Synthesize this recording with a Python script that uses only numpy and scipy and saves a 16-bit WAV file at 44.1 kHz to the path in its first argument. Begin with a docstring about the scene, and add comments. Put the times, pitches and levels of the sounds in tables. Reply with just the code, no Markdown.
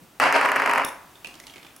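"""A hard die is thrown on a wooden table: it bounces ever faster, tumbles and clacks on something hard.
Each bounce sends bending waves through the top, excites its modes and sets a small room reverberating.
A soft bump precedes the throw. A short ringing tick leads into the die's clack; light plastic
handling ticks follow, over quiet room noise. A limiter ducks the loud blows."""
import sys
import numpy as np
from scipy import signal
from scipy.fft import rfft, irfft, next_fast_len
from scipy.io import wavfile
from scipy.ndimage import uniform_filter1d, minimum_filter1d

SR = 44100
rng = np.random.default_rng(int(sys.argv[2]) if len(sys.argv) > 2 else 0)


def wrap_up_sound(samples):
    """Save the sound to the file named by the first command line argument, as 16-bit audio."""
    columns = np.atleast_2d(samples).T
    # keep every value between -1 and 1, then stretch to whole-number steps
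    tamed = np.clip(columns, -1, 1)
    steps = np.round(tamed * 32767).astype(np.int16)
    wavfile.write(sys.argv[1], SR, steps)


N = 79380
T = np.arange(SR * 3 // 4) / SR  # seconds since an impact


def amp(db):
    """Amplitude grows tenfold for every 20 dB."""
    return 10 ** (np.asarray(db) / 20)


def along(points, hz):
    """Interpolation of (frequency, value) points on a logarithmic frequency axis."""
    freqs, values = np.transpose(points)
    return np.interp(np.log(hz + 1), np.log(freqs + 1), values)


def fade(t60):
    """Damping gives an exponential decay, 60 dB in t60 seconds."""
    return np.exp(-np.log(1000) * T / t60)


def normed(x):
    """Normalisation of a stereo pair to a mean energy of 1 per channel."""
    return x / np.sqrt(np.sum(x ** 2) / 2)


def filtered(x, response):
    """Linear filtering multiplies the spectrum by a frequency response."""
    n = x.shape[-1]
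    padded = next_fast_len(n + 2048)
    return irfft(rfft(x, padded) * response(np.fft.rfftfreq(padded, 1 / SR)), padded)[..., :n]


def noise(colour, size=len(T)):
    """Partial coherence: coloured noise of rms 1, mostly alike in both ears."""
    # Likeness of the ears. Each row: frequency in Hz, left-right correlation.
    coherence = [(30, 0.99), (200, 0.88), (500, 0.8), (1200, 0.75), (4000, 0.72), (12000, 1)]

    def response(hz):
        angle = np.arccos(np.clip(along(coherence, hz), -1, 1)) / 2
        return amp(along(colour, hz)) * np.array([np.cos(angle), np.sin(angle)])
    mid, side = filtered(rng.standard_normal((2, size)), response)
    pair = np.array([mid + side, mid - side])
    return pair / pair.std()


def brighter(colour, treble_db, corner_hz=3060):
    """A shelf raises or lowers a spectrum above its corner frequency."""
    return [(hz, db + treble_db / (1 + (corner_hz / hz) ** 4)) for hz, db in colour]


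def add(out, start_s, x):
    """Superposition: x adds to the sound already in out."""
    part = out[:, round(start_s * SR):][:, :x.shape[-1]]
    part += x[..., :part.shape[1]]


def air():
    """The quiet room and microphone hiss form a broadband noise floor."""
    # Noise spectrum. Each row: frequency in Hz, relative level in dB.
    spectrum = [(15, -32), (25, -6.5), (156, -2.5), (322, -0.5), (445, -6.5), (741, -4), (1110, -5),
                (2060, -10.5), (2560, -10.5), (3530, -12.5), (4260, -15.5), (15500, -18.5)]
    # Slow drift of the floor. Each row: time in seconds, level in dB.
    drift = [(0, -54.5), (.12, -54.5), (1.2, -51.5), (1.55, -52), (1.8, -53)]
    return noise(spectrum, size=N) * amp(np.interp(np.arange(N) / SR, *np.transpose(drift)))


def bump(level_db=-52, centre_s=0.035, width_s=0.038):
    """Low noise under a Gaussian envelope is heard as a soft bump."""
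    # Bump spectrum. Each row: frequency in Hz, relative level in dB.
    spectrum = [(50, -38), (150, 9), (260, 0), (500, -5), (1200, -27), (6000, -24)]
    envelope = np.exp(-((np.arange(N) / SR - centre_s) / width_s) ** 2)
    return amp(level_db) * noise(spectrum, size=N) * envelope


def bounces():
    """Impact excitation: each contact pushes the wood, snaps the die and rings the top and the room."""
    # Contacts. Each row: start in seconds, strength in dB, snap gain in dB (more on an edge than a face).
    contacts = [(0.1996, 12.5, 4), (0.3252, 10, 2), (0.4125, 5, -2.5), (.4580, 2, -2), (0.4884, -2, -4),
                (0.5178, 1, 0.5), (0.5606, 1.5, -2.5), (0.5653, 0.5, -3), (0.5989, -0.5, -7.5),
                (0.62, 1, -5), (.6607, 1, -3), (.6750, 0, -11), (0.6954, 0.5, -5), (.7128, -2, 1),
                (0.7356, 0, 1.5), (0.751, -8.5, -1), (0.7588, 1, -6.5), (0.7775, 0, -7),
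                (0.7824, -3.5, 1.5), (0.7975, -6, -17), (0.8, -15, -19), (0.8091, -9, -19),
                (0.8195, -6, -17), (0.8363, -11, -7)]
    # Spectra of the push, the top's dense ring and the die's snap.
    # Each row: frequency in Hz, relative level in dB.
    push_spectrum = [(40, -53), (120, -31), (300, -15.5), (650, 0), (1100, 8), (2200, 5.5), (2900, -6),
                     (3700, -58.5), (5500, -23.5), (11000, -38), (15500, -53)]
    wood_spectrum = [(50, -40), (180, -24.5), (330, -15.5), (600, -5.5), (1000, -3.5), (1400, -3.5),
                     (2100, -6.5), (2800, -11), (3600, -29), (4700, -23.5), (6500, -33.5), (11000, -36),
                     (16000, -53)]
    snap_spectrum = [(1000, -2), (3500, -1), (5000, -4), (7000, 2), (11000, 3), (13000, -1), (15500, -17)]
    # Low modes of the table. Each row: frequency in Hz, level in dB, 60 dB decay time in seconds.
    table_modes = [(151.3, -47, 0.51), (253.2, -36, 0.21), (278.4, -37, 0.43), (414.9, -32, 0.31),
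                   (544.4, -35.5, 0.43), (620, -30, 0.12), (938, -28.5, 0.38), (993, -31, 0.67),
                   (1128, -34, 0.084), (1427, -23, 0.083)]
    # A faster blow is shorter and drives more of the top: dB gained per dB of strength.
    treble_slope, body_slope, bass_slope = 0.3857, 0.42, 0.19
    ring_rise_s, modes_rise_s = 0.0016, 0.0083
    ring_onset = 1 - np.exp(-(T / ring_rise_s) ** 2)
    modes_onset = 1 - np.exp(-T / modes_rise_s)
    push = dispersed(pulse(push_spectrum))
    push_size = np.linalg.norm(push)
    out = np.zeros((2, N))
    for start_s, db, snap_db in contacts:
        wood = brighter(wood_spectrum, treble_slope * db)
        ring = normed(noise(wood) * fade(t60=0.036) * ring_onset)
        snap = amp(snap_db - 16) * normed(noise(snap_spectrum) * fade(t60=0.0061))
        low = amp(bass_slope * db) * modes(table_modes, scatter_db=3.5) * modes_onset
        body = amp(body_slope * db) * (amp(-4.5) * ring + amp(1) * room(wood))
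        add(out, start_s, amp(db - 6) * (push + push_size * (snap + body) + low))
    return out


def pulse(colour, size=2048):
    """A minimum-phase pulse of peak 1: its energy arrives as early as its spectrum allows."""
    cepstrum = irfft(np.log(amp(along(colour, np.fft.rfftfreq(size, 1 / SR)))))
    cepstrum[1:size // 2] *= 2  # folding onto positive time makes the pulse causal
    cepstrum[size // 2 + 1:] = 0
    wave = irfft(np.exp(rfft(cepstrum)))
    return np.pad(wave / np.abs(wave).max(), (0, len(T) - size))


def dispersed(push):
    """Dispersion: treble bending waves run faster, so a push becomes a falling chirp, which echoes."""
    # Reflections from things on the table. Each row: delay in seconds, gain in dB.
    echoes = [(.0016, -15), (.003, -17)]
    travel_s = 0.00032  # group delay at 1 kHz

    def response(hz):
        bending = np.exp(-4j * np.pi * travel_s * np.sqrt(1000 * hz))
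        reflected = sum(amp(db) * np.exp(-2j * np.pi * hz * delay_s) for delay_s, db in echoes)
        return bending * (1 + reflected)
    return filtered(push, response)


def modes(table, scatter_db):
    """Normal modes are damped sines; the struck spot sets their strength and sign, here at random."""
    return sum(amp(db + scatter_db * rng.normal()) * rng.choice([-1, 1])
               * fade(t60) * np.sin(2 * np.pi * hz * T) for hz, db, t60 in table)


def room(colour):
    """Reverberation builds up, swells with the far wall's echoes and lasts longest in the midrange."""
    # Reverberation times. Each row: frequency in Hz, 60 dB decay time in seconds.
    decay_times = [(150, 0.29), (1000, 0.55), (2500, 0.43), (6000, 0.36), (14000, 0.27)]
    rise_s, wall_s, wall_width_s, wall_db = 0.011, 0.0395, 0.0033, 8
    hz, t, spectra = signal.stft(noise(colour), SR, nperseg=256)
    decay = np.exp(-np.log(1000) * t / along(decay_times, hz)[:, None])
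    tail = signal.istft(spectra * decay, SR, nperseg=256)[1][:, :len(T)]
    onset = 1 - np.exp(-(T / rise_s) ** 2)
    wall = amp(wall_db * np.exp(-((T - wall_s) / wall_width_s) ** 2))
    return normed(tail * onset * wall)


def ticks():
    """Light impacts excite a snap, a heavily damped ring and a soft thud."""
    # The lead-in to the die's clack, then plastic being handled. Each row: start in seconds, level in dB,
    # ring frequency in Hz, ring gain in dB, thud gain in dB, treble shelf of the snap in dB.
    contacts = [(0.8442, -43, 3600, 14.5, -20, -6), (1.156, -51.5, 3480, 8, -18, -17),
                (1.2464, -37.5, 2670, 13, -5, -12.5), (1.258, -43.5, 2690, 13, -14, -4),
                (1.271, -36, 2800, -11, -4.5, 0), (1.341, -44, 3100, 2, -4.5, 1),
                (1.3532, -45, 5230, -2, 3.5, 9), (1.3997, -40, 2070, 3.5, -6.5, 20),
                (1.438, -52, 2130, 10, 1.5, 8), (1.4683, -37, 2950, -14, -8, 0),
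                (1.479, -48.5, 3050, 9, -13, -3), (1.4976, -48.5, 3040, 11.5, 3, -5),
                (1.5125, -61, 2950, 4, -6, -7), (1.538, -43, 2230, 3, -18, -9),
                (1.559, -44.5, 2260, 6, 6, -3), (1.5665, -45.5, 3100, 2.5, 2, -10),
                (1.581, -46.5, 2200, 7, -9, -6), (1.629, -44, 2200, 4.5, -3.5, -10),
                (1.6479, -44, 3100, 0.5, 1, -15), (1.666, -45, 2280, -6, -7, -10)]
    # Spectra of the snap and the thud. Each row: frequency in Hz, relative level in dB.
    snap_spectrum = [(60, -34), (300, -13), (1500, -6.5), (3000, 2), (5500, -1.5), (8000, -8), (10000, -6),
                     (15000, -24)]
    thud_spectrum = [(60, -15), (180, -11), (270, 4.5), (400, -7.5), (900, -5.5), (2000, -15), (8000, -57)]
    out = np.zeros((2, N))
    for start_s, db, hz, ring_db, thud_db, treble_db in contacts:
        snap = noise(brighter(snap_spectrum, treble_db)) * fade(t60=0.03)
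        thud = amp(thud_db - 5.5) * noise(thud_spectrum) * fade(t60=0.091)
        ring = amp(ring_db) * rough_ring(hz)
        add(out, start_s, amp(db) * placed(snap + ring + thud, room_db=-4.5, pan_db=-3.5))
    return out


def rough_ring(hz, relative_width=0.073):
    """Close modes beat like narrow-band noise, here with the energy of one damped sine."""
    step = 1 + relative_width
    band = [(hz / step ** 4, -40), (hz / step, -6), (hz, 0), (hz * step, -6), (hz * step ** 4, -40)]
    decay = fade(t60=0.022)
    return normed(noise(band) * decay) * np.linalg.norm(decay * np.sin(2 * np.pi * hz * T))


def placed(x, room_db, pan_db):
    """A level difference, left minus right, sets a sound to one side; convolution adds the room."""
    flat = [(20, 0), (20000, 0)]
    reverb = signal.fftconvolve(x.mean(0)[None], room(flat), axes=1)[:, :len(T)]
    return x * amp([[pan_db / 2], [-pan_db / 2]]) + amp(room_db) * reverb


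def clacks():
    """Hard bodies touch briefly, so the spectrum is wide: a bright double crack, later a faint one."""
    # Hard contacts. Each row: start in seconds, level in dB.
    contacts = [(.8480, -19), (.8491, -25), (1.7637, -36.5)]
    # Crack spectrum. Each row: frequency in Hz, relative level in dB.
    spectrum = [(50, -36.5), (300, 4.5), (1500, -3), (3000, -7), (4700, -15), (5500, -9), (7800, -3),
                (8700, -0.5), (9500, 1), (10800, 5.5), (12200, -8), (15500, -11)]
    # Short resonances. Each row: frequency in Hz, level in dB, 60 dB decay time in seconds.
    resonances = [(3480, -23, 0.027), (5460, -14, 0.026), (8300, -23, 0.021), (10020, -21, 0.036)]
    out = np.zeros((2, N))
    for start_s, db in contacts:
        crack = noise(spectrum) * fade(t60=0.016) + modes(resonances, scatter_db=1)
        add(out, start_s, amp(db) * placed(crack, room_db=-4, pan_db=-2))
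    return out


def scene():
    """The sound pressures of all sources add linearly."""
    return air() + bump() + bounces() + ticks() + clacks()


def record(dry):
    """Look-ahead limiting ducks each loud blow and recovers steadily; a low-pass limits the band."""
    ceiling_db, lookahead_s, release_db_per_s, top_hz = -5, 0.0023, 290, 15900
    ahead = round(lookahead_s * SR)
    peak_db = 20 * np.log10(np.abs(dry).max(0) + 1e-9)
    needed_db = np.minimum(0, ceiling_db - peak_db)
    recovery_db = release_db_per_s * np.arange(N) / SR
    held_db = np.minimum.accumulate(needed_db - recovery_db) + recovery_db
    gain_db = uniform_filter1d(minimum_filter1d(held_db, 2 * ahead), ahead)
    return filtered(dry * amp(gain_db), lambda hz: hz < top_hz)


dry = scene()
out = record(dry)
wrap_up_sound(out)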